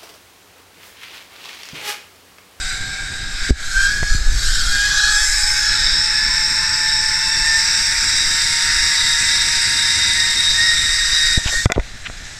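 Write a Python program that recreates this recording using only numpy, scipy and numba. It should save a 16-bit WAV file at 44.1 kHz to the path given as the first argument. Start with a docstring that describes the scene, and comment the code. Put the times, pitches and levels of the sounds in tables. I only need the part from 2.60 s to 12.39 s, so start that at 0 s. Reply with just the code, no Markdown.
"""A zip line over a valley, heard from a camera in the rider's hand, an arm's length from the trolley.
At first wind buffets the microphone over distant river and trees; a second trolley sings alongside.
The camera is bumped and swung round. The six-strand steel cable drums on the pulleys: a rising whine
over a hiss that rings the trolley's plates, breaking into squeals from about 6 s. Near 9 s the camera
is dropped, its limiter ducks after each blow, and the trolley fades."""
import sys
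import numpy as np
from scipy import signal
from scipy.fft import rfft, irfft
from scipy.io import wavfile
from scipy.ndimage import map_coordinates
from numba import njit

SR = 44100
rng = np.random.default_rng(int(sys.argv[2]) if len(sys.argv) > 2 else 0)


def file_out(sig):
    """Save sig as 16-bit WAV at sys.argv[1]."""
    # one column per channel
    cols = np.atleast_2d(sig).T
    # limit, then scale
    lim = np.clip(cols, -1, 1)
    pcm = np.round(lim * 32767).astype(np.int16)
    wavfile.write(sys.argv[1], SR, pcm)


N = 431738
T = np.arange(N) / SR
FREQ = np.maximum(np.fft.rfftfreq(N, 1 / SR), 1)


def undb(db):
    """Decibels to gain."""
    return 10 ** (np.asarray(db) / 20)


def curves(table):
    """Each column of a table, joined by straight lines in time."""
    time_s, *columns = np.transpose(table)
    return [np.interp(T, time_s, column) for column in columns]


def unit(x):
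    """Scale to rms 1."""
    return x / np.sqrt(np.mean(np.abs(x) ** 2) + 1e-18)


def noise(gain):
    """Noise of rms 1, shaped by a gain at each frequency."""
    return unit(irfft(rfft(rng.standard_normal(N)) * gain, N))


def colour(points):
    """Gain at each frequency from (freq_hz, level_db) points."""
    hz, db = np.transpose(points)
    return undb(np.interp(np.log(FREQ), np.log(hz), db))


def resonance(hz, width_hz):
    """Gain of a steep resonance."""
    return 1 / (1 + .5 * ((FREQ ** 2 - hz ** 2) / (FREQ * width_hz)) ** 2)


def drift(rate_hz):
    """Random drift of spread 1, mostly slower than the given rate."""
    return noise(1 / (1 + (FREQ / rate_hz) ** 4))


# spectrum of the river and trees: freq_hz, relative_db
VALLEY_COLOUR = [(290, -23), (500, -9.5), (709, -8), (990, -14.5), (1730, -0.5), (3060, -11.5), (3470, -8),
                 (4160, -5), (4340, -19.5), (6690, -12.5), (14000, -40)]

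def valley():
    """Far below the line, the river and the trees hiss steadily."""
    low_cut = 1 / (1 + (400 / FREQ) ** 2)
    return noise(colour(VALLEY_COLOUR) * low_cut) * undb(-38 + 0.8 * drift(12))


# strength of the wind at the microphone: time_s, buffet_db, rush_relative_db
WIND_LEVELS = [(0, -22, -41.5), (.3, -39, -39), (.7, -26, -36.5), (1.05, -24.5, -46), (1.3, -20, -38.5),
               (2.05, -15.5, -38), (2.35, -27.5, -40), (2.8, -26.5, -50), (3.25, -29.5, -37.5),
               (4.1, -35.5, -40.5), (6.4, -33, -40.5), (7.5, -36.5, -35.5), (8.6, -27.5, -43.5),
               (9.8, -40.5, -42.5)]
# spectrum of the buffeting: freq_hz, relative_db
BUFFET_COLOUR = [(15, 10.5), (35, 9), (70, -10.5), (115, -25.5), (200, -38), (400, -49), (1000, -78),
                 (3000, -120)]
# spectrum of the passing air: freq_hz, relative_db
RUSH_COLOUR = [(35, -17), (60, -1), (93, -1), (166, -9.5), (306, -15.5), (355, -18), (551, -25),
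               (740, -26.5), (960, -20.5), (1630, -120)]

def wind():
    """Right on the microphone, gusts buffet the port over a rush of air."""
    buffet_db, rush_db = curves(WIND_LEVELS)
    gust_db = 2 * drift(rate_hz=2)
    buffet = noise(colour(BUFFET_COLOUR)) * undb(buffet_db + gust_db + 3.7 * drift(29))
    rush = noise(colour(RUSH_COLOUR)) * undb(rush_db + 0.5 + 2.4 * drift(11.7))
    return buffet + rush


# the second trolley's run: time_s, strand_rate_hz, level_db
NEIGHBOUR_RUN = [(0, 783, -35), (.3, 801, -29.5), (1.05, 818, -39.5), (1.3, 833.8, -27), (1.6, 829, -31.5),
                 (2, 916.3, -55), (4.3, 886.6, -28.5), (5.3, 885, -40), (6.5, 927.4, -40), (8.8, 910, -33),
                 (9.2, 876, -55)]

def neighbour_trolley():
    """One cable away: only the clean second partial of its strand rate carries across."""
    strand_hz, level_db = curves(NEIGHBOUR_RUN)
    phase = 2 * np.pi * np.cumsum(strand_hz * (1 + 0.0006 * drift(25))) / SR
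    flutter_db = 2.5 * drift(10)
    return unit(np.sin(2 * phase)) * undb(level_db + flutter_db)


def add(out, start_s, sound):
    """Mix a sound in at its start time."""
    i = int(start_s * SR)
    out[i:i + len(sound)] += sound[:N - i]


# soft bumps on the camera: start_s, relative_db, pitch_hz, decay_s
BUMPS = [(0.899, -7, 181, 0.003), (0.9066, 9.5, 59, 0.012), (1.427, 8, 45, 0.0016),
         (1.549, -4.5, 89.2, 0.0048), (3.187, -34, 170, 0.0046), (3.293, -37, 168, 0.0074),
         (8.776, 8.5, 68.5, 0.0021), (8.859, 2, 51, 0.0027), (9.0583, 19, 107, 0.005),
         (9.163, -4, 94, 0.012), (9.1793, 13, 390, 0.0011), (9.189, 3, 48, 0.0077)]

def bumps(rise_s=0.00093):
    """Each bump shoves air into the microphone port, where it swings briefly."""
    out, t = np.zeros(N), T[:SR // 8]
    for start_s, db, pitch_hz, decay_s in BUMPS:
        envelope = np.exp(-t / decay_s) * (1 - np.exp(-t / rise_s))
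        add(out, start_s, -undb(db) * np.sin(2 * np.pi * pitch_hz * t) * envelope)
    return out


# modes of the camera case: pitch_hz, t60_s, relative_db
CASE_MODES = [(732, 0.036, -15), (1340, 0.065, -38), (1480, 0.038, -11), (2030, 0.021, -3),
              (2360, 0.01, -1.5), (3500, 0.017, -7), (5030, .012, -9), (5800, 0.0092, -5.5),
              (6900, 0.0077, -1), (7500, .007, -5)]
# hard blows on the case: start_s, peak_db, brightness_hz
KNOCKS = [(1.4308, -6.5, 1690), (9.0571, -3, 5770), (9.061, 8, 1910), (9.1, 9.5, 1110), (9.105, 3, 1000),
          (9.12, 15, 7000), (9.161, -5, 900), (9.1797, -7, 602), (9.1978, -9, 2400), (9.4994, -17, 1114)]

def knocks(ring_db=1, crack_decay_s=.0007):
    """Hard blows crack and ring the case around the microphone; softer contact gives less treble."""
    out, t = np.zeros(N), T[:SR // 8]
    ring = sum(undb(ring_db + db - 60 * t / t60_s) * np.sin(2 * np.pi * hz * t)
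               for hz, t60_s, db in CASE_MODES)
    for start_s, peak_db, brightness_hz in KNOCKS:
        crack = 1.1 * rng.standard_normal(len(t)) * np.exp(-t / crack_decay_s)
        contact = signal.butter(2, brightness_hz, fs=SR, output="sos")
        blow = signal.sosfilt(contact, ring + crack)
        add(out, start_s, -undb(peak_db) * blow / np.abs(blow).max())
    return out


# rubs on the case: middle_s, level_db, spread_s, centre_hz
SCUFFS = [(0.909, -24, 0.011, 260), (8.784, -32, 0.0081, 553), (8.876, -22, 0.016, 2680),
          (8.877, -29.5, .016, 850), (8.926, -26.5, 0.0021, 510), (8.941, -32, 0.0045, 590),
          (8.959, -48, .05, 8300), (9.099, -15, 0.0035, 1300), (9.112, -16, 0.011, 700),
          (9.15, -22, 0.0057, 2770), (9.178, -24, 0.017, 590), (9.464, -23, 0.0071, 2160)]

def scuffs():
    """Beside the microphone, fingers and cloth stick and slip on the case in tiny jerks."""
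    out = np.zeros(N)
    jerks = unit(undb(3.5 * drift(350)))
    for middle_s, db, spread_s, hz in SCUFFS:
        envelope = np.exp(-.5 * ((T - middle_s) / spread_s) ** 2)
        out += undb(db) * jerks * envelope * noise(resonance(hz, 1.25 * hz) ** 3)
    return out


def scattered_paths(x, depth_db, patch_hz, patch_s):
    """Paths off the swaying rider and the trees add and cancel: spectral patches swell and fade."""
    freq_hz, time_s, spectrum = signal.stft(x, SR, nperseg=1024)
    patches = rng.standard_normal((400, 400))
    place = np.meshgrid(freq_hz / patch_hz, time_s / patch_s, indexing="ij")
    gain = undb(np.interp(time_s, T, depth_db) * map_coordinates(patches, place, order=3, mode="wrap"))
    gain /= np.sqrt(np.mean(gain ** 2, axis=0))
    return signal.istft(spectrum * gain, SR)[1][:N]


def sleeve_reflection(x, swing, lag_s=.0009, wander_octaves=.35):
    """A sleeve near the microphone reflects the hiss; ripples glide through it as the path changes."""
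    delay_s = lag_s * 2 ** (wander_octaves * drift(2.44))
    reflection = map_coordinates(x, [(T - delay_s) * SR], order=3, mode="mirror")
    gain = .36 * swing
    return (x + gain * reflection) / np.hypot(1, gain)


# resonances of the trolley: centre_hz, width_hz, relative_db
TROLLEY_RINGS = [(1596, 373, 5.5), (2154, 315, 6), (2516, 190, 0), (3794, 288, 3.5), (4600, 204, -3),
                 (4850, 59, 6), (5240, 780, -2.5), (5270, 370, -1.5), (5975, 210, -8), (7490, 560, -3),
                 (8005, 464, -1.5), (9550, 730, -23.5), (11630, 1200, -26), (14200, 2300, -39)]
# broad rolling hiss heard side-on, with a peak at the whine's pitch: freq_hz, relative_db
SIDE_ON_COLOUR = [(590, -71), (1000, -36.5), (1270, -15.5), (1630, -4.5), (2140, -27.5), (2420, -30),
                  (2650, -29), (3250, -21.5), (3940, -19.5), (4410, -11), (6410, -9.5), (7600, -9.5),
                  (9430, -24.5), (11600, -27), (15000, -51)]
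# bands of the hiss (frame, plate, pulley, bearing): low_hz, high_hz
HISS_BANDS = [(1000, 3000), (3000, 4300), (4300, 6400), (6400, 16000)]
# balance of those bands: cruise_db, db_per_octave_of_speed, full_swing_db
BAND_BALANCE = [(-2, -3.5, 0.5), (-1.5, -1, 4.5), (2.5, 21.5, 1), (-2.5, 0, 0.5)]
# lift of two of the bands: time_s, plate_db, bearing_db
BAND_LIFTS = [(0, 0.5, -0.5), (.9, 0, -2.5), (1.05, -5, 0), (1.9, -1.5, 2.5), (2.4, 1, -1), (2.72, -8, 4.5),
              (3.3, 1.5, -2.5), (3.7, -2.5, -1), (4.6, -4, 0.5), (5.3, -1.5, 1.5), (6.5, 1.5, 2),
              (8.3, 1, 1.5), (9.1, -0.5, 4)]

def rolling_hiss(strand_hz, swing, cruise_hz=900):
    """Just overhead, rough steel rings the trolley; swung round, the microphone hears it side-on."""
    rings = np.sqrt(sum((undb(db) * resonance(hz, width)) ** 2 for hz, width, db in TROLLEY_RINGS))
    speed_octaves = np.log2(strand_hz / cruise_hz)
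    # the contact pressure chatters in all bands together
    chatter_db = 0.17 * drift(220) + 0.46 * drift(60)
    plate_db, bearing_db = curves(BAND_LIFTS)
    lifts_db = (0, plate_db, 0, bearing_db)
    hiss = 0
    for (low_hz, high_hz), (db, speed_db, swing_db), lift_db in zip(HISS_BANDS, BAND_BALANCE, lifts_db):
        band = 1 / np.sqrt((1 + (low_hz / FREQ) ** 20) * (1 + (FREQ / high_hz) ** 20))
        ringing = np.sqrt(1 - swing) * noise(band * rings)
        side_on = np.sqrt(swing) * noise(band * colour(SIDE_ON_COLOUR))
        band_db = db + lift_db + speed_db * speed_octaves + swing_db * swing
        hiss += (ringing + side_on) * undb(band_db + chatter_db + 0.52 * drift(27))
    return scattered_paths(hiss, depth_db=1.8 + 1.7 * swing, patch_hz=140, patch_s=.13)


def partials(twist, table, rough_hz, flutter_db):
    """Partials of the cable's twist; uneven strands roughen each in size and phase."""
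    out = 0
    for multiple, db, roughness in table:
        grit = drift(rough_hz) + 1j * drift(rough_hz)
        wave = (1 + roughness * grit) * np.exp(1j * multiple * twist)
        out += undb(db + flutter_db * drift(5.1)) * unit(wave.real)
    return out


def at_speed(strand_hz, best_hz, range_hz, best_db, other_db):
    """Gain of a voice that grows as the strand rate nears the one where it sings best."""
    nearness = np.exp(-.5 * ((strand_hz - best_hz) / range_hz) ** 2)
    return undb(other_db + (best_db - other_db) * nearness)


def swells(table, attack_s=0.028, release_s=0.052):
    """Gain of a series of swells, each with attack, hold and release."""
    gain = 0
    for start_s, length_s, db in table:
        rise = np.clip(.5 + (T - start_s) / attack_s, 0, 1)
        fall = np.clip(.5 + (start_s + length_s - T) / release_s, 0, 1)
        gain += undb(db) * rise * fall
    return gain


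# partials of the drone: twist_multiple, relative_db, roughness
DRONE_PARTIALS = [(1, -2.5, 0.99), (7, -1, 3.04)]

def twist_drone(twist, strand_hz):
    """The cable's twist drones faintly under the trolley."""
    gain = at_speed(strand_hz, best_hz=875, range_hz=25, best_db=-17, other_db=-42)
    return gain * partials(twist, DRONE_PARTIALS, rough_hz=26.2, flutter_db=-3.5)


def wire_sizzle(twist, strand_hz):
    """Near top speed the single wires sizzle: one high, very rough partial."""
    gain = at_speed(strand_hz, best_hz=940, range_hz=47, best_db=-16.5, other_db=-38)
    return gain * partials(twist, [(63, 0, 8)], rough_hz=380, flutter_db=1)


# course of the hum: time_s, relative_db
HUM_LEVELS = [(0, -50.5), (1.9, -58), (2.4, -43), (3.7, -41), (4.85, -37.5), (5.4, -42.5), (6.1, -38.5),
              (7.55, -41), (8.05, -46), (8.8, -51.5), (9.3, -66)]
# partials of the hum: twist_multiple, relative_db, roughness
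HUM_PARTIALS = [(6, 6, 0.16), (7, -8, 1.7), (18, 3.5, 0.33)]

def strand_hum(twist):
    """The strands drum on the pulleys and hum at the rate they pass."""
    hum_db, = curves(HUM_LEVELS)
    return undb(hum_db - 5) * partials(twist, HUM_PARTIALS, rough_hz=48.31, flutter_db=1.54)


# partials either side of the whine: twist_multiple, relative_db, roughness
SIDE_PARTIALS = [(11, -2.3, 0.69), (13, 0.5, 1)]
# spells of rocking: start_s, length_s, relative_db
ROCKING_SWELLS = [(2.95, .4, -14), (5.9, 0.95, -6.5), (7.03, 0.638, -6)]

def pulley_rocking(twist, floor_db=-9.5):
    """The twist rocks the pulley, and side tones swell round the whine."""
    gain = np.hypot(undb(floor_db), swells(ROCKING_SWELLS))
    return gain * partials(twist, SIDE_PARTIALS, rough_hz=53.13, flutter_db=0.5)


# partials of the whistle: twist_multiple, relative_db, roughness
WHISTLE_PARTIALS = [(35, -9.5, 0.61), (36, 0, 0.9), (37, 0, 1.1), (38, 1, 3.5), (39, -8, 0.77)]

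def pulley_whistle(twist, strand_hz, swing):
    """High partials climb through the pulley's resonance and fade as the microphone swings away."""
    drive = partials(twist, WHISTLE_PARTIALS, rough_hz=70.6, flutter_db=1)
    whistle = unit(irfft(rfft(drive) * resonance(5370, width_hz=570), N))
    gain = at_speed(strand_hz, best_hz=847, range_hz=72, best_db=4.5, other_db=-11.5)
    return gain * np.sqrt(1 - swing) * whistle


# partials of the squeal: twist_multiple, relative_db, roughness
SQUEAL_PARTIALS = [(24, -3.5, 0.28), (25, -10.5, 0.99)]
# bursts of squealing: start_s, length_s, relative_db
SQUEAL_SWELLS = [(2.28, 0.34, -7), (5.7, 0.21, -8), (6.38, 0.19, 3.5), (6.68, 0.16, 2.5), (7.16, .55, 3),
                 (7.77, 0.2, 9.5), (8, 0.51, 3), (8.52, 0.28, 8.5)]

def plate_squeal(twist, strand_hz):
    """The trolley's plate breaks into a squeal an octave above the whine."""
    speed_gain = at_speed(strand_hz, best_hz=931, range_hz=4.5, best_db=2.5, other_db=-24)
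    gain = np.hypot(speed_gain, swells(SQUEAL_SWELLS))
    return gain * partials(twist, SQUEAL_PARTIALS, rough_hz=41.7, flutter_db=-0.16)


# partials of the whine: twist_multiple, relative_db, roughness
WHINE_PARTIALS = [(11, -15.5, 1), (12, 0, 0.18), (13, -37, 1), (18, -23, 0.33), (24, -19.5, 0.21)]
# moments when the pulley bites: start_s, length_s, relative_db
BITE_SWELLS = [(1.15, .17, 8.5), (1.35, 0.075, 7.5), (2.11, 0.18, 8), (2.31, .35, 4.5), (3.01, .14, 2.5),
               (3.53, .15, -0.5), (4.7, .31, 0), (7.03, 0.23, -6), (7.56, 0.18, -0.5), (7.97, 0.15, 3.5),
               (8.1, 0.78, -2.5), (8.91, 0.12, 6.5)]

def pulley_whine(twist, strand_hz):
    """An arm's length away, the pulley locks onto the strands and whines at twice their rate."""
    speed_gain = at_speed(strand_hz, best_hz=852, range_hz=37, best_db=-6.5, other_db=-8)
    gain = np.hypot(speed_gain, swells(BITE_SWELLS))
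    return gain * partials(twist, WHINE_PARTIALS, rough_hz=46.3, flutter_db=2.45)


# speed of the rider's trolley, as strands passed per second: time_s, strand_rate_hz
TROLLEY_SPEED = [(0, 752), (.3, 767), (.85, 780.5), (1.05, 762), (1.33, 814), (1.8, 803.6), (1.95, 809),
                 (2.1, 806), (2.3, 829), (2.52, 841), (2.75, 839), (3.5, 859.3), (4, 876.4), (4.4, 869.5),
                 (4.85, 892.7), (6, 925.6), (7.6, 929), (8.7, 936.2), (9.8, 899)]
# its loudness at the microphone, for every voice but the hum: time_s, relative_db
TROLLEY_LEVELS = [(0, -32), (.1, -28.5), (.2, -33.5), (.7, -34.5), (.9, -27), (.93, -37.5), (1.03, -33),
                  (1.25, -26), (1.42, -33), (1.55, -29), (1.61, -36), (1.87, -27), (2.6, -24), (3.4, -25),
                  (4.6, -26), (5, -24), (6.6, -23.5), (8.76, -25.5), (8.81, -34.5), (8.95, -28),
                  (9.05, -32.5), (9.17, -53), (9.8, -46)]
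# how far the microphone is swung side-on to the trolley: time_s, share_0_to_1
MICROPHONE_SWING = [(0, 0.16), (.9, 0.24), (1.1, 0.7), (2.45, 0.95), (2.75, 0.38), (3.1, 0.38), (3.5, 0.04),
                    (8.76, 0.06), (8.88, 0.62)]

def scene(strands=6):
    """The cable's twist runs under the pulleys; all meets at one hand-held microphone."""
    strand_hz, = curves(TROLLEY_SPEED)
    trolley_db, = curves(TROLLEY_LEVELS)
    swing, = curves(MICROPHONE_SWING)
    wobble = .006 * noise(resonance(7, width_hz=4)) + .003 * drift(60)  # the trolley rocks
    twist = 2 * np.pi * np.cumsum(strand_hz * (1 + wobble)) / SR / strands  # phase in radians
    background = valley() + wind() + neighbour_trolley()
    handling = bumps() + knocks() + scuffs()
    hiss = sleeve_reflection(rolling_hiss(strand_hz, swing), swing)
    cable = twist_drone(twist, strand_hz) + wire_sizzle(twist, strand_hz)
    singing = (pulley_rocking(twist) + pulley_whistle(twist, strand_hz, swing)
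               + plate_squeal(twist, strand_hz) + pulley_whine(twist, strand_hz))
    trolley = strand_hum(twist) + undb(trolley_db) * (hiss + cable + singing)
    return (background + handling + trolley)[None]


@njit
def follow(x, attack, release):
    """Envelope that rises fast and falls slowly."""
    envelope, level = np.empty(len(x)), 0.
    for i in range(len(x)):
        level += (abs(x[i]) - level) * (attack if abs(x[i]) > level else release)
        envelope[i] = level
    return envelope


def record(dry, attack_s=0.00089, release_s=0.071, ceiling_db=-4, top_hz=15300):
    """The camera's limiter ducks after overloads; peaks that get through clip, and the top is cut."""
    envelope = follow(dry[0], 1 / (attack_s * SR), 1 / (release_s * SR))
    overload = np.maximum(envelope / undb(ceiling_db), 1)
    limited = np.clip(dry / overload, -1, 1)
    return signal.sosfilt(signal.ellip(10, .2, 80, top_hz, fs=SR, output="sos"), limited)


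dry = scene()
out = record(dry)
file_out(out)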